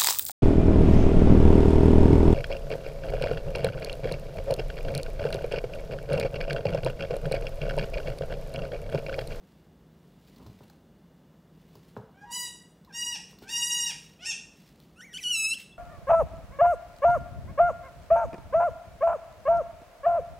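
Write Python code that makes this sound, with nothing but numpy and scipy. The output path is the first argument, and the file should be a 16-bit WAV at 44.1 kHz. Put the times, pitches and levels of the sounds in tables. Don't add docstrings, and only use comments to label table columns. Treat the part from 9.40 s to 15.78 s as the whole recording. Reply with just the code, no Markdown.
import sys
import numpy as np
from scipy import signal
from scipy.fft import rfft, irfft, next_fast_len
from scipy.io import wavfile
from scipy.ndimage import map_coordinates

SR = 44100
rng = np.random.default_rng(int(sys.argv[2]) if len(sys.argv) > 2 else 0)


def inscribe(sig):
    pcm = np.round(np.clip(np.atleast_2d(sig).T, -1, 1) * 32767)
    wavfile.write(sys.argv[1], SR, pcm.astype(np.int16))


N = 281358
TIME = np.arange(N) / SR
CUTOFF_HZ = 15750
BLEAT_ROOM_DB = -3


def from_db(db):
    return 10 ** (np.asarray(db) / 20)


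def rms_one(x):
    return x / np.sqrt(np.mean(x ** 2) + 1e-20)


def in_time(rows, t):
    s, *columns = np.transpose(rows)
    return [np.interp(t, s, column) for column in columns]


def at_hz(points, hz):
    f, value = np.transpose(points)
    return np.interp(np.log(hz), np.log(f), value)


def drift(rate, size):
    at = np.arange(size) * rate / SR
    values = rng.standard_normal(size // 20 + 4)
    return rms_one(map_coordinates(values, [at], order=3, mode="nearest"))


def coloured(x, spectrum):
    size = next_fast_len(len(x))
    hz = np.maximum(np.fft.rfftfreq(size, 1 / SR), 1)
    shaped = rfft(x, size) * from_db(at_hz(spectrum, hz))
    return rms_one(irfft(shaped, size)[:len(x)])


def add(track, s, sound):
    start = max(int(s * SR), 0)
    track[start:start + len(sound)] += sound[:max(N - start, 0)]


def swell(s, length, db):
    return from_db(db) * np.exp(-2 * ((TIME - s) / length) ** 2)


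def ease(elapsed, span_s):
    return np.clip(1 - elapsed / span_s, 0, 1) ** 2


def room(x, wet_db):
    # frequency in Hz, time to fall 60 dB in seconds.
    room_t60 = [(100, 0.45), (1000, 0.64), (3000, 0.55), (6000, 0.54), (10000, 0.51), (16000, 0.1)]
    first_echo_s, early_s = 0.0044, 0.13
    t, tail = TIME[:SR], 0
    edges = np.geomspace(45, 19000, 13)
    for low, high in zip(edges, edges[1:]):
        band_pass = signal.butter(2, [low, high], "band", fs=SR, output="sos")
        band = signal.sosfilt(band_pass, rng.standard_normal(len(t)))
        tail = tail + band * from_db(-60 * t / at_hz(room_t60, np.sqrt(low * high)))
    tail = tail * (t > first_echo_s) * (1 + np.exp(-t / early_s))
    tail /= np.sqrt(np.sum(tail ** 2))
    return x + from_db(wet_db) * signal.fftconvolve(x, tail)[:len(x)]


def air():
    # frequency in Hz, density in dB per Hz (relative).
    air_colour = [(18, -40), (30, 5.5), (53, -8.5), (123, -11.5), (156, 0), (284, -11.5), (455, -15),
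                  (787, -22.5), (874, -23.5), (1970, -31.5), (2420, -37), (2760, -34.5), (4090, -37.5),
                  (11900, -47.5), (15500, -42)]
    # frequency in Hz, level in dB rms.
    whine_tones = [(2870, -86), (3500, -87.5), (11800, -90)]
    air_db = -55.5
    whine = 0
    for hz, db in whine_tones:
        whine += from_db(db) * np.sqrt(2) * np.sin(2 * np.pi * hz * TIME + drift(34, N))
    return from_db(air_db) * coloured(rng.standard_normal(N), air_colour) + whine


def shifts():
    # centre in seconds, time from centre to -17 dB in seconds, peak gain in dB.
    weight_shifts = [(0.87, 0.11, -79), (1.04, 0.11, -50), (1.216, 0.088, -70), (4.031, 0.029, -49.5)]
    # frequency in Hz, density in dB per Hz (relative).
    rumble_colour = [(45, 1), (110, -5.5), (190, -1), (280, -3), (450, -22), (1000, -16), (3000, -62)]
    envelope = sum(swell(*row) for row in weight_shifts)
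    return envelope * coloured(rng.standard_normal(N), rumble_colour)


def ring(modes, scale):
    t, out = TIME[:SR // 2], 0
    spread_db = 2
    for k, (hz, db, t60) in enumerate(modes):
        strength = (-1) ** k * from_db(db + spread_db * rng.standard_normal())
        decay = np.exp(-np.log(1000) * t / t60)
        out = out + strength * decay * np.sin(2 * np.pi * hz * scale * t)
    return out


def knocks():
    # start in seconds, level in dB, boom of the floor against the plank in dB,
    # pitch of the struck plank as a ratio.
    blows = [(1.001, -48, 6, 0.86), (1.063, -46.5, 11.5, 1), (1.206, -43.5, 1, 0.9),
             (1.3, -54.5, -14, 1.37), (2.354, -48.5, 5, 1), (2.566, -31.5, 2.5, 0.98),
             (3.929, -50.5, -30, 1.01), (4.02, -41.5, -26, 0.72), (4.386, -49, -20, 0.93)]
    # frequency in Hz, strength in dB, 60 dB decay in seconds.
    plank_modes = [(275, -5, 0.033), (406, -1, 0.04), (482, 0, 0.026), (600, 1, 0.02), (934, 3.5, 0.0091),
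                   (1100, -4, 0.024), (1360, -3, 0.0058), (1740, -11, 0.0063)]
    boom_modes = [(74, -36, 0.25), (106, -5.5, 0.13), (129.4, -11, 0.18), (189, -7.5, 0.063)]
    out = np.zeros(N)
    for s, level_db, boom_db, scale in blows:
        blow = ring(plank_modes, scale) + from_db(boom_db) * ring(boom_modes, 1.0)
        add(out, s, from_db(level_db) * blow)
    return out


def scuffs():
    # centre in seconds, time from centre to -17 dB in seconds, gain in dB.
    slides = [(0.083, 0.25, -75), (0.686, 0.28, -76), (0.918, 0.13, -73), (1.1, 0.27, -69),
              (1.286, 0.089, -73.5), (2.222, 0.12, -75.5), (2.43, 0.21, -68.5), (3.915, 0.061, -61.5),
              (4.033, 0.031, -56), (4.65, 0.17, -64.5), (5.242, 0.13, -64), (5.462, 0.14, -69.5),
              (6.205, 0.042, -50)]
    # frequency in Hz, density in dB per Hz (relative).
    friction_colour = [(800, -11), (2000, 6.5), (4200, 5.5), (6500, -1.5), (10000, -4.5), (15000, -2.5)]
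    # centre in seconds, time to -17 dB in seconds, pitch in Hz, peak dB.
    squeak = (6.328, .009, 3400, -53)
    grain_db, waver_rad = 3.5, 1.0
    grains = rng.standard_normal(N) * from_db(grain_db * drift(220, N))
    hiss = sum(swell(*row) for row in slides) * coloured(grains, friction_colour)
    s, length, hz, db = squeak
    tone = np.sin(2 * np.pi * hz * TIME + waver_rad * drift(400, N))
    return hiss + swell(s, length, db) * tone


def ticks():
    # start in seconds, level in dB before the trim below, decay to 1/e in seconds.
    taps = [(.875, -46.5, 0.0024), (0.961, -53, 0.011), (1.064, -48, 0.01), (1.299, -43, 0.002),
            (2.354, -44, 0.0031), (2.572, -49.5, 0.0044), (3.448, -49, 0.0036), (3.987, -43.5, 0.0039),
            (5.402, -36.5, 0.00041), (5.436, -51.5, 0.0022), (6.328, -65, 0.0013)]
    # frequency in Hz, density in dB per Hz (relative).
    tap_colour = [(1000, -3.5), (2500, -17.5), (4200, 1.5), (6500, -13.5), (10000, -23), (15000, -8)]
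    trim_db = -5
    out, t = np.zeros(N), TIME[:SR // 20]
    for s, db, decay_s in taps:
        crack = np.exp(-t / decay_s) * coloured(rng.standard_normal(len(t)), tap_colour)
        add(out, s, from_db(db + trim_db) * crack)
    return out


def cry(t, pitch, level_db, nasal_db, bright_db, roughness, tract=1, lifts_db=(), knee=9):
    # frequency in Hz, gain in dB.
    throat = [(700, -16.5), (950, -21.5), (1400, -17), (1900, -15.5), (2300, -5.5), (2750, 0), (3900, -14),
              (4800, -14.5), (5600, -5), (6700, -12.5), (7800, -12), (10500, -15.5), (13000, -19.5),
              (15500, -17)]
    # centre in Hz, width (to 1/e of the lift) in octaves.
    resonances = [(2850, 0.39), (5600, 0.27), (8200, 0.55)]
    release_s, release_db = 0.028, -6
    jitter, quaver, shimmer = 0.058, 0.003, 0.8
    flutter_db, closing_db, even_db = 3.0, -18, -8
    rasp_db, rasp_hz, fade_s = -9, 4500, 0.0049

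    def chance(rate):
        return drift(rate, SR)[:len(t)]

    rough = np.clip(roughness, 0, 1) ** 2
    bright_db = bright_db + release_db * np.exp((t - t[-1]) / release_s)
    whistle = np.clip((pitch - 1600) / 300, 0, 1)
    pitch = pitch * (1 + jitter * rough * chance(600) + quaver * chance(110.83))
    phase = 2 * np.pi * np.cumsum(pitch) / SR
    voice = 0
    for k in range(1, 21):
        hz = k * pitch
        fold_db = closing_db * max(np.log2(k / knee), 0) + whistle * even_db * (k % 2 == 0)
        nasal = np.clip(np.minimum(np.log2(2600 / hz), np.log2(hz / 500)), 0, 1)
        mouth_db = nasal_db * nasal + bright_db * np.clip(np.log2(hz / 3000), 0, 1)
        for (centre, width), lift_db in zip(resonances, lifts_db):
            mouth_db += lift_db * np.exp(-(np.log2(hz / tract / centre) / width) ** 2)
        throat_db = at_hz(throat, hz / tract)
        gain = from_db(throat_db + fold_db + mouth_db + flutter_db * chance(50.4))
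        partial = np.sin(k * phase + rng.uniform(0, 2 * np.pi))
        voice += np.sqrt(2) * gain * (hz < CUTOFF_HZ) * partial
    voice *= 1 + shimmer * rough * chance(500)
    puffs = rng.standard_normal(len(t)) * (1 + np.cos(phase))
    soft_puffs = signal.sosfilt(signal.butter(1, rasp_hz, fs=SR, output="sos"), puffs)
    rasp = from_db(rasp_db) * rough * coloured(soft_puffs, throat)
    fade = np.clip(np.minimum(t - t[0], t[-1] - t) / fade_s, 0, 1)
    return from_db(level_db) * fade * (voice + rasp)


def hums():
    # start in seconds, length in seconds, first pitch in Hz, last pitch in Hz,
    # level at the end in dB, nasal boost (full at 1-1.3 kHz) in dB.
    lead_ins = [(2.741, 0.11, 745, 827, -69, 40.5), (2.852, 0.062, 967, 952, -62, 39.5),
                (3.472, 0.049, 1132, 774, -74, 46.5), (4.028, 0.056, 686, 793, -64.5, 35.5),
                (4.788, 0.062, 593, 741, -47.5, 6.5)]
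    swell_db, end_bright_db, opening_db, rough = 12.5, 2, 25, 0.41
    out = np.zeros(N)
    for s, length, first_hz, last_hz, db, nasal_db in lead_ins:
        t = np.arange(0, length, 1 / SR)
        to_go = ease(t, length)
        pitch = last_hz + (first_hz - last_hz) * to_go
        bright_db = end_bright_db - opening_db * to_go
        add(out, s, cry(t, pitch, db - swell_db * to_go, nasal_db, bright_db, rough))
    return out


def bleats():
    # start in seconds, length in seconds, attack in seconds,
    # central pitch in Hz before the bends, scoop up and final drop as shares of pitch, glide in Hz per second,
    # quiver rate in Hz, quiver depth as a share, level in dB, roughness 0-1 at full breath,
    # nasal boost (full at 1-1.3 kHz) in dB, brightness (full from 6 kHz) in dB, scale of the resonances,
    # lifts of the three resonances in dB, harmonic number at which the fold pulse runs out.
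    breaths = [(2.899, 0.19, 0.025, 979.3, 0.045, 0.0037, -110, 10, 0.0063, -36, 0.11, 1, 2.5, 0.94, (-1.3, -3, 1.8),
               10.4),
               (3.519, 0.25, 0.037, 961.6, 0.0726, 0.2, 61, 19.3, 0.007, -34.5, 0.09, -2.5, -2, 0.97, (-2, 3, 0),
               9.26),
               (4.071, 0.453, 0.034, 957.4, 0.22, 0.27, 3.5, 12, 0.0056, -32.5, 0.11, -1.5, 1.5, 0.97, (0.5, 1, 0.5),
               9.2),
               (4.838, 0.099, 0.027, 925, 0.3, 0.18, -100, 13.8, 0.0044, -35.5, 0.26, -3, -4, 0.95, (0, 6.3, 7.5),
               9.4)]
    scoop_s, drop_s = 0.042, 0.05
    slack_sag, slack_db, slack_bright_db, slack_nasal_db = 0.025, -6.5, 3.5, 5.5
    slack_lifts_db = (-2.5, 1.5, -7)
    attack_db, release_db = -31, -2
    slack_rough, bend_rough = 0.43, 1.2
    out = np.zeros(N)
    for (s, length, attack_s, hz, scoop, drop, glide, quiver_hz, quiver, db, rough,
         nasal_db, bright_db, tract, lifts_db, knee) in breaths:
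        t = np.arange(0, length, 1 / SR)
        slack = (2 * t / length - 1) ** 2
        dropping = ease(length - t, drop_s)
        bend = scoop * ease(t, scoop_s) + drop * dropping
        quivering = quiver * np.cos(2 * np.pi * quiver_hz * t)
        pitch = (hz + glide * (t - length / 2)) * (1 - bend - slack_sag * slack - quivering)
        level_db = db + slack_db * slack + attack_db * ease(t, attack_s) + release_db * dropping
        mouth_db = [lift + shut * slack for lift, shut in zip(lifts_db, slack_lifts_db)]
        voice = cry(t, pitch, level_db, nasal_db + slack_nasal_db * slack, bright_db + slack_bright_db * slack,
                    rough + slack_rough * slack + bend_rough * bend, tract, mouth_db, knee)
        add(out, s, room(np.pad(voice, (0, SR)), BLEAT_ROOM_DB))
    return out


def squeal():
    # time in seconds, pitch in the lower register in Hz, level in dB.
    contour = [(5.557, 1226, -70), (5.598, 1500, -56.5), (5.625, 1398, -46), (5.655, 1796, -52.5),
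               (5.703, 1474, -57.5), (5.744, 1446, -39.5), (5.775, 1524, -37.5), (5.794, 2030, -38.5),
               (5.809, 1520, -36), (5.869, 1447, -29.5), (5.897, 1500, -31.5), (5.936, 1403, -29),
               (5.955, 1329, -27.5), (6.051, 1299, -28.5), (6.132, 1355, -31), (6.156, 1810, -37.5)]
    # time in seconds, nasal boost (full at 1-1.3 kHz) in dB,
    # brightness (full from 6 kHz) in dB.
    mouth = [(5.62, 22.5, -4), (5.725, 30, -10), (5.74, -2, -7.5), (5.89, -19, -8.5), (5.99, -17.5, -1.5)]
    # from and to, in seconds.
    breaks = [(5.613, 5.735), (5.778, 5.835)]
    # level in dB, roughness 0-1.
    rough_at_level = [(-31.5, 0.39), (-29, 0.09)]
    break_ratio, break_s = 1.3, 0.011
    crack_rough, crack_s = 0.16, 0.0076
    out, t = np.zeros(N), np.arange(contour[0][0], contour[-1][0], 1 / SR)
    pitch, level_db = in_time(contour, t)
    nasal_db, bright_db = in_time(mouth, t)
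    flipped = sum(np.clip(np.minimum(t - start, end - t) / break_s + .5, 0, 1) for start, end in breaks)
    rattle = sum(np.exp(-abs(t - s) / crack_s) for s in np.ravel(breaks))
    roughness = np.interp(level_db, *np.transpose(rough_at_level)) + crack_rough * rattle
    voice = cry(t, pitch * break_ratio ** flipped, level_db, nasal_db, bright_db, roughness,
                lifts_db=(1.5, -1.6, 4), knee=6.9)
    add(out, t[0], voice)
    return out


def goat():
    return room(hums(), BLEAT_ROOM_DB) + bleats() + room(squeal(), wet_db=-13.5)


def scene():
    floor = room(knocks(), wet_db=-5.5) + shifts()
    hooves = room(ticks() + scuffs(), wet_db=-7.5)
    return np.tile(air() + floor + hooves + goat(), (2, 1))


def record(dry):
    low_cut = signal.cheby1(8, .5, 45, "high", fs=SR, output="sos")
    top_cut = signal.ellip(12, .2, 80, CUTOFF_HZ, fs=SR, output="sos")
    return signal.sosfilt(top_cut, signal.sosfilt(low_cut, dry))


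dry = scene()
out = record(dry)
inscribe(out)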